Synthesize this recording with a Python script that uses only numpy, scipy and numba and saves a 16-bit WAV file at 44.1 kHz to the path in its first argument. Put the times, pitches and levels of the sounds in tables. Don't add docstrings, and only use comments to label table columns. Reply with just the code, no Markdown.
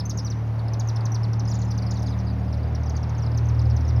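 import sys
import numpy as np
from scipy import signal
from scipy.fft import rfft, irfft
from scipy.io import wavfile
from scipy.ndimage import uniform_filter1d
from numba import njit

SR = 44100
rng = np.random.default_rng(int(sys.argv[2]) if len(sys.argv) > 2 else 0)


def dump(signal):
    limited = np.clip(np.atleast_2d(signal).T, -1, 1)
    pcm = np.round(limited * 32767).astype(np.int16)
    wavfile.write(sys.argv[1], SR, pcm)


N = 176400


def undb(db):
    return 10 ** (np.asarray(db) / 20)


def unit(x):
    return x / np.sqrt(np.mean(x ** 2))


def curve(table, axis=1):
    rows = np.array(table)
    return np.interp(np.arange(N) / SR, rows[:, 0], rows[:, axis])


def walk(rate_hz, size=N):
    hold = max(int(SR / rate_hz), 2)
    steps = np.repeat(rng.standard_normal(size // hold + 1), hold)
    return 1.2 * uniform_filter1d(steps, hold)[:size]


def add(out, start_s, sound):
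    i = int(np.clip(start_s * SR, 0, N - 1))
    out[i:i + len(sound)] += sound[:N - i]


@njit
def bandpass(x, centre_hz, width):
    y, band_state, low_state = np.empty(len(x)), 0., 0.
    for i in range(len(x)):
        g = np.tan(np.pi * centre_hz[i] / SR)
        band = (band_state + g * (x[i] - low_state)) / (1 + g * (g + width))
        band_state = 2 * band - band_state
        low_state += 2 * g * band
        y[i] = width * band
    return y


def traffic():
    # frequency_hz, relative_db
    density = [(20, -7), (70, 4), (270, 1.5), (400, -3), (600, -5), (1300, -13), (2100, -18), (3100, -27),
               (5500, -32), (7000, -43), (11500, -43.5), (15500, -49)]
    # time_s, level_db
    level = [(0, -39), (4, -37.5)]
    octave = np.log2(np.maximum(np.fft.rfftfreq(N, 1 / SR), 1))
    hz, db = np.array(density).T
    spectrum = rfft(rng.standard_normal(N)) * undb(np.interp(octave, np.log2(hz), db))
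    out, swell_db = np.zeros(N), 1.1 * walk(1.7)
    for centre in range(4, 16):
        band = irfft(spectrum * np.clip(1 - abs(octave - centre), 0, 1), N)
        flicker_db = .92 * walk(9)
        out += band * undb(swell_db + flicker_db)
    return unit(out) * undb(curve(level))


def tyres():
    # time_s, centre_hz, level_db
    roar = [(.3, 840, -51), (.7, 700, -43), (1.08, 922, -46), (1.8, 765, -47), (2.6, 625, -44),
            (3.05, 802, -45), (3.4, 814, -48), (4, 826, -49)]
    centre_hz, width = curve(roar), .62
    band = bandpass(rng.standard_normal(N), centre_hz, width)
    return unit(bandpass(band, centre_hz, width)) * undb(curve(roar, axis=2))


def engine():
    # time_s, rate_hz
    firing = [(0, 37.26), (2.6, 37.91), (3.3, 38.3), (4, 38.95)]
    # time_s, level_db
    second = [(0, -35.5), (.55, -35.5), (1.05, -41), (1.5, -33.5), (2.9, -24.5), (3.17, -30), (3.7, -21.5)]
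    # time_s, level_db
    third = [(0, -28), (.5, -25), (1.201, -22), (2.199, -26), (2.901, -29.5), (3.4, -21.5), (3.73, -19.5),
             (3.84, -30), (3.96, -19)]
    # time_s, level_db
    fifth = [(0, -39), (1.05, -46), (1.5, -36.5), (2.48, -34), (2.62, -46), (4, -44.5)]
    # time_s, level_db
    uneven = [(0, -62), (4, -51.5)]
    firings_per_turn, throb_depth, wander_db = 3, .11, 3.5
    phase = 2 * np.pi * np.cumsum(curve(firing)) / SR
    partial = lambda order: np.sqrt(2) * np.sin(order * phase + rng.uniform(0, 2 * np.pi))
    wander = lambda: undb(wander_db * walk(2))
    out = undb(curve(second)) * partial(2) + undb(curve(third)) * partial(3)
    out += undb(curve(fifth)) * (partial(5) + undb(-10) * partial(7))
    out += undb(-44) * wander() * partial(4)
    for crank_order in range(7, 24):
        if crank_order % firings_per_turn:
            out += undb(curve(uneven)) * wander() * partial(crank_order / firings_per_turn)
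    return out * (1 + throb_depth * np.sin(phase / firings_per_turn))


def houses(x):
    roofs, street, onset_s = (-11, .08), (-15.5, .7), .0036
    t = np.arange(SR) / SR
    response = np.zeros(SR)
    for gain_db, t60_s in (roofs, street):
        envelope = np.exp(-np.log(1000) * t / t60_s) * np.clip(t / onset_s, 0, 1)
        tail = rng.standard_normal(SR) * envelope
        response += undb(gain_db) * tail / np.linalg.norm(tail)
    return x + signal.fftconvolve(x, response)[:N]


def tick():
    start_s, level_db, decay_s, centre_hz = 2.029, -42, .004, 5600.
    out, t = np.zeros(N), np.arange(SR // 20) / SR
    burst = unit(bandpass(rng.standard_normal(len(t)), np.full(len(t), centre_hz), width=.43))
    add(out, start_s, undb(level_db) * burst * np.exp(-t / decay_s))
    return out


def whistle(length_s, first_hz, last_hz, fade_db):
    linger_s, attack_s, release_share = .0018, .0015, .17
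    waver_depth, accent_db, accent_s = .017, 5, .0034
    t = np.arange(int(length_s * SR)) / SR
    glide = np.hypot(t, linger_s) - linger_s
    progress = glide / glide[-1]
    waver, flicker = (walk(rate_hz, size=4096)[:len(t)] for rate_hz in (868, 250))
    hz = (first_hz + (last_hz - first_hz) * progress) * (1 + waver_depth * waver)
    phase = 2 * np.pi * np.cumsum(hz) / SR
    fundamental = undb(-fade_db * progress) * np.sin(phase)
    overtone_db = -26 + 13 * np.log2(5600 / first_hz) + 2.5 * flicker - 6 * progress
    accent = undb(accent_db * np.exp(-(t / accent_s) ** 2))
    overtones = accent * np.sin(2 * phase) + undb(-12.5) * np.sin(3 * phase)
    edges = np.clip(t / attack_s, 0, 1) * np.clip((1 - progress) / release_share, 0, 1)
    return np.sin(edges * np.pi / 2) ** 2 * (fundamental + undb(overtone_db) * overtones)


def far_swifts():
    # time_s, level_db
    level = [(0, -65.5), (1.42, -66), (1.55, -52.5), (2.1, -53.5), (2.35, -63)]
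    calls_per_s, scatter_db, lowest_hz, range_hz = 83, 4, 4540, 2237
    out = np.zeros(N)
    for when, length, pitch, fall, strength in rng.random((int(calls_per_s * N / SR), 5)):
        first_hz = lowest_hz + range_hz * pitch
        call = whistle(.008 * (1 + 2 * length), first_hz, first_hz * (1 - fall / 2), fade_db=8.5)
        add(out, when * N / SR, undb(scatter_db * (2 * strength - 1)) * call)
    return out * undb(curve(level))


def near_swifts():
    # start_s, length_s, first_hz, level_db
    chips = [(0, 0.014, 5470, -28), (.095, 0.021, 6600, -29), (.173, .025, 6670, -32),
             (0.301, .032, 6220, -34), (.5924, .012, 4600, -41), (.682, 0.0082, 5500, -37.5),
             (.734, 0.014, 6170, -32.5), (0.796, 0.021, 6560, -30), (.886, 0.021, 6060, -31),
             (0.96, 0.015, 5730, -33), (1.007, .008, 5080, -37.5), (1.054, 0.017, 6370, -30.5),
             (1.145, 0.023, 6030, -30.5), (1.241, 0.017, 4850, -38), (1.332, 0.011, 5940, -34),
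             (1.395, 0.015, 6310, -32), (1.452, 0.016, 6200, -40), (1.483, 0.02, 6830, -41),
             (1.499, .03, 7100, -38.5), (1.513, .024, 5890, -34), (1.536, .025, 7300, -44),
             (1.542, .02, 6700, -37.5), (1.552, 0.016, 7100, -36.5), (1.588, 0.023, 7360, -41),
             (1.615, 0.018, 6900, -38), (1.618, 0.023, 4620, -44), (1.649, 0.024, 7200, -46),
             (1.708, 0.017, 5830, -39), (1.712, 0.014, 5950, -34), (1.777, 0.019, 6250, -35.5),
             (1.908, 0.019, 5690, -34), (1.91, 0.021, 6950, -35.5), (1.938, 0.022, 7240, -43),
             (1.97, 0.03, 5870, -43), (1.992, 0.026, 6500, -43.5), (2.021, 0.03, 6100, -44),
             (2.188, .028, 6100, -43), (2.527, 0.017, 5700, -40), (2.541, 0.017, 5120, -44.5),
             (2.572, .035, 5900, -51.5), (2.749, 0.016, 5930, -35.5), (2.833, 0.012, 6200, -41.5),
             (2.895, 0.018, 6600, -36), (2.965, 0.018, 6520, -35.5), (3.03, 0.016, 5920, -38.5),
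             (3.094, 0.017, 6450, -41.5), (3.148, .015, 5560, -45.5), (3.181, 0.037, 6420, -43),
             (3.263, 0.015, 5200, -38.5), (3.316, 0.0099, 5380, -42), (3.346, .012, 5200, -41.5),
             (3.374, .021, 6300, -33.5), (3.486, 0.025, 6400, -39.5), (3.546, .015, 5680, -47),
             (3.592, 0.016, 5330, -36.5), (3.615, .018, 6250, -43), (3.654, 0.016, 5200, -43.5),
             (3.699, .01, 5800, -41), (3.708, 0.015, 5640, -39.5), (3.764, 0.018, 6260, -36),
             (3.808, 0.012, 5900, -41.5), (3.879, 0.015, 6070, -40.5), (3.888, 0.028, 5900, -39)]
    # start_s, length_s, first_hz, last_hz, relative_db
    pips = [(0.054, 0.015, 6200, 6300, -30), (0.098, 0.023, 6560, 4400, -30.5),
            (0.186, 0.02, 5790, 4660, -29), (0.247, 0.026, 6020, 5500, -31), (0.265, 0.02, 5150, 3500, -38),
            (0.874, 0.0039, 6060, 6440, -32), (1.1188, 0.0097, 5750, 6120, -30.5),
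            (1.232, 0.012, 5310, 5500, -35.5), (1.476, 0.011, 5250, 4670, -34.5),
            (1.4913, 0.0078, 6100, 5690, -38), (1.704, 0.014, 5240, 4450, -40),
            (1.784, 0.013, 5030, 4160, -38.5), (1.823, 0.014, 4880, 4100, -38),
            (1.864, 0.017, 5300, 4130, -37), (1.956, 0.035, 4580, 3320, -43.5),
            (2.0615, 0.029, 4920, 3200, -40), (2.083, 0.017, 5020, 4830, -41),
            (2.104, 0.014, 5100, 4820, -42), (2.122, 0.023, 4050, 3350, -46),
            (2.268, 0.0323, 5000, 3700, -43), (2.298, 0.022, 4950, 4400, -44),
            (2.48, 0.0118, 5080, 4830, -48), (2.631, 0.011, 4600, 4720, -46),
            (2.672, 0.01, 4750, 4850, -48), (2.8595, 0.028, 6030, 4150, -42.5),
            (2.953, 0.0157, 4830, 4500, -41.5), (3.221, 0.031, 5900, 4140, -41.5),
            (3.455, 0.0073, 5870, 6600, -41.5), (3.85, 0.01, 5500, 5180, -41),
            (3.961, 0.0118, 5400, 4790, -41)]
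    chip_end_hz, pip_gain_db = 3058, -2
    wall_delay_s, wall_db = .007, -20
    calls = [(start_s, undb(db) * whistle(length_s, first_hz, chip_end_hz, fade_db=19))
             for start_s, length_s, first_hz, db in chips]
    calls += [(start_s, undb(db + pip_gain_db) * whistle(length_s, first_hz, last_hz, fade_db=8.5))
              for start_s, length_s, first_hz, last_hz, db in pips]
    out = np.zeros(N)
    for start_s, call in calls:
        add(out, start_s, call)
        add(out, start_s + rng.uniform(.5, 1.5) * wall_delay_s, undb(wall_db) * call)
    return out


def scene():
    town = traffic() + tyres() + engine()
    return (town + houses(tick() + near_swifts() + far_swifts()))[None, :]


def record(dry):
    notch_hz, stage_width_hz, cutoff_hz = 7900, 990, 15900
    notch = signal.iirnotch(notch_hz, notch_hz / stage_width_hz, fs=SR)
    notched = signal.lfilter(*notch, signal.lfilter(*notch, dry))
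    return signal.sosfilt(signal.ellip(8, .2, 70, cutoff_hz, fs=SR, output="sos"), notched)


dry = scene()
out = record(dry)
dump(out)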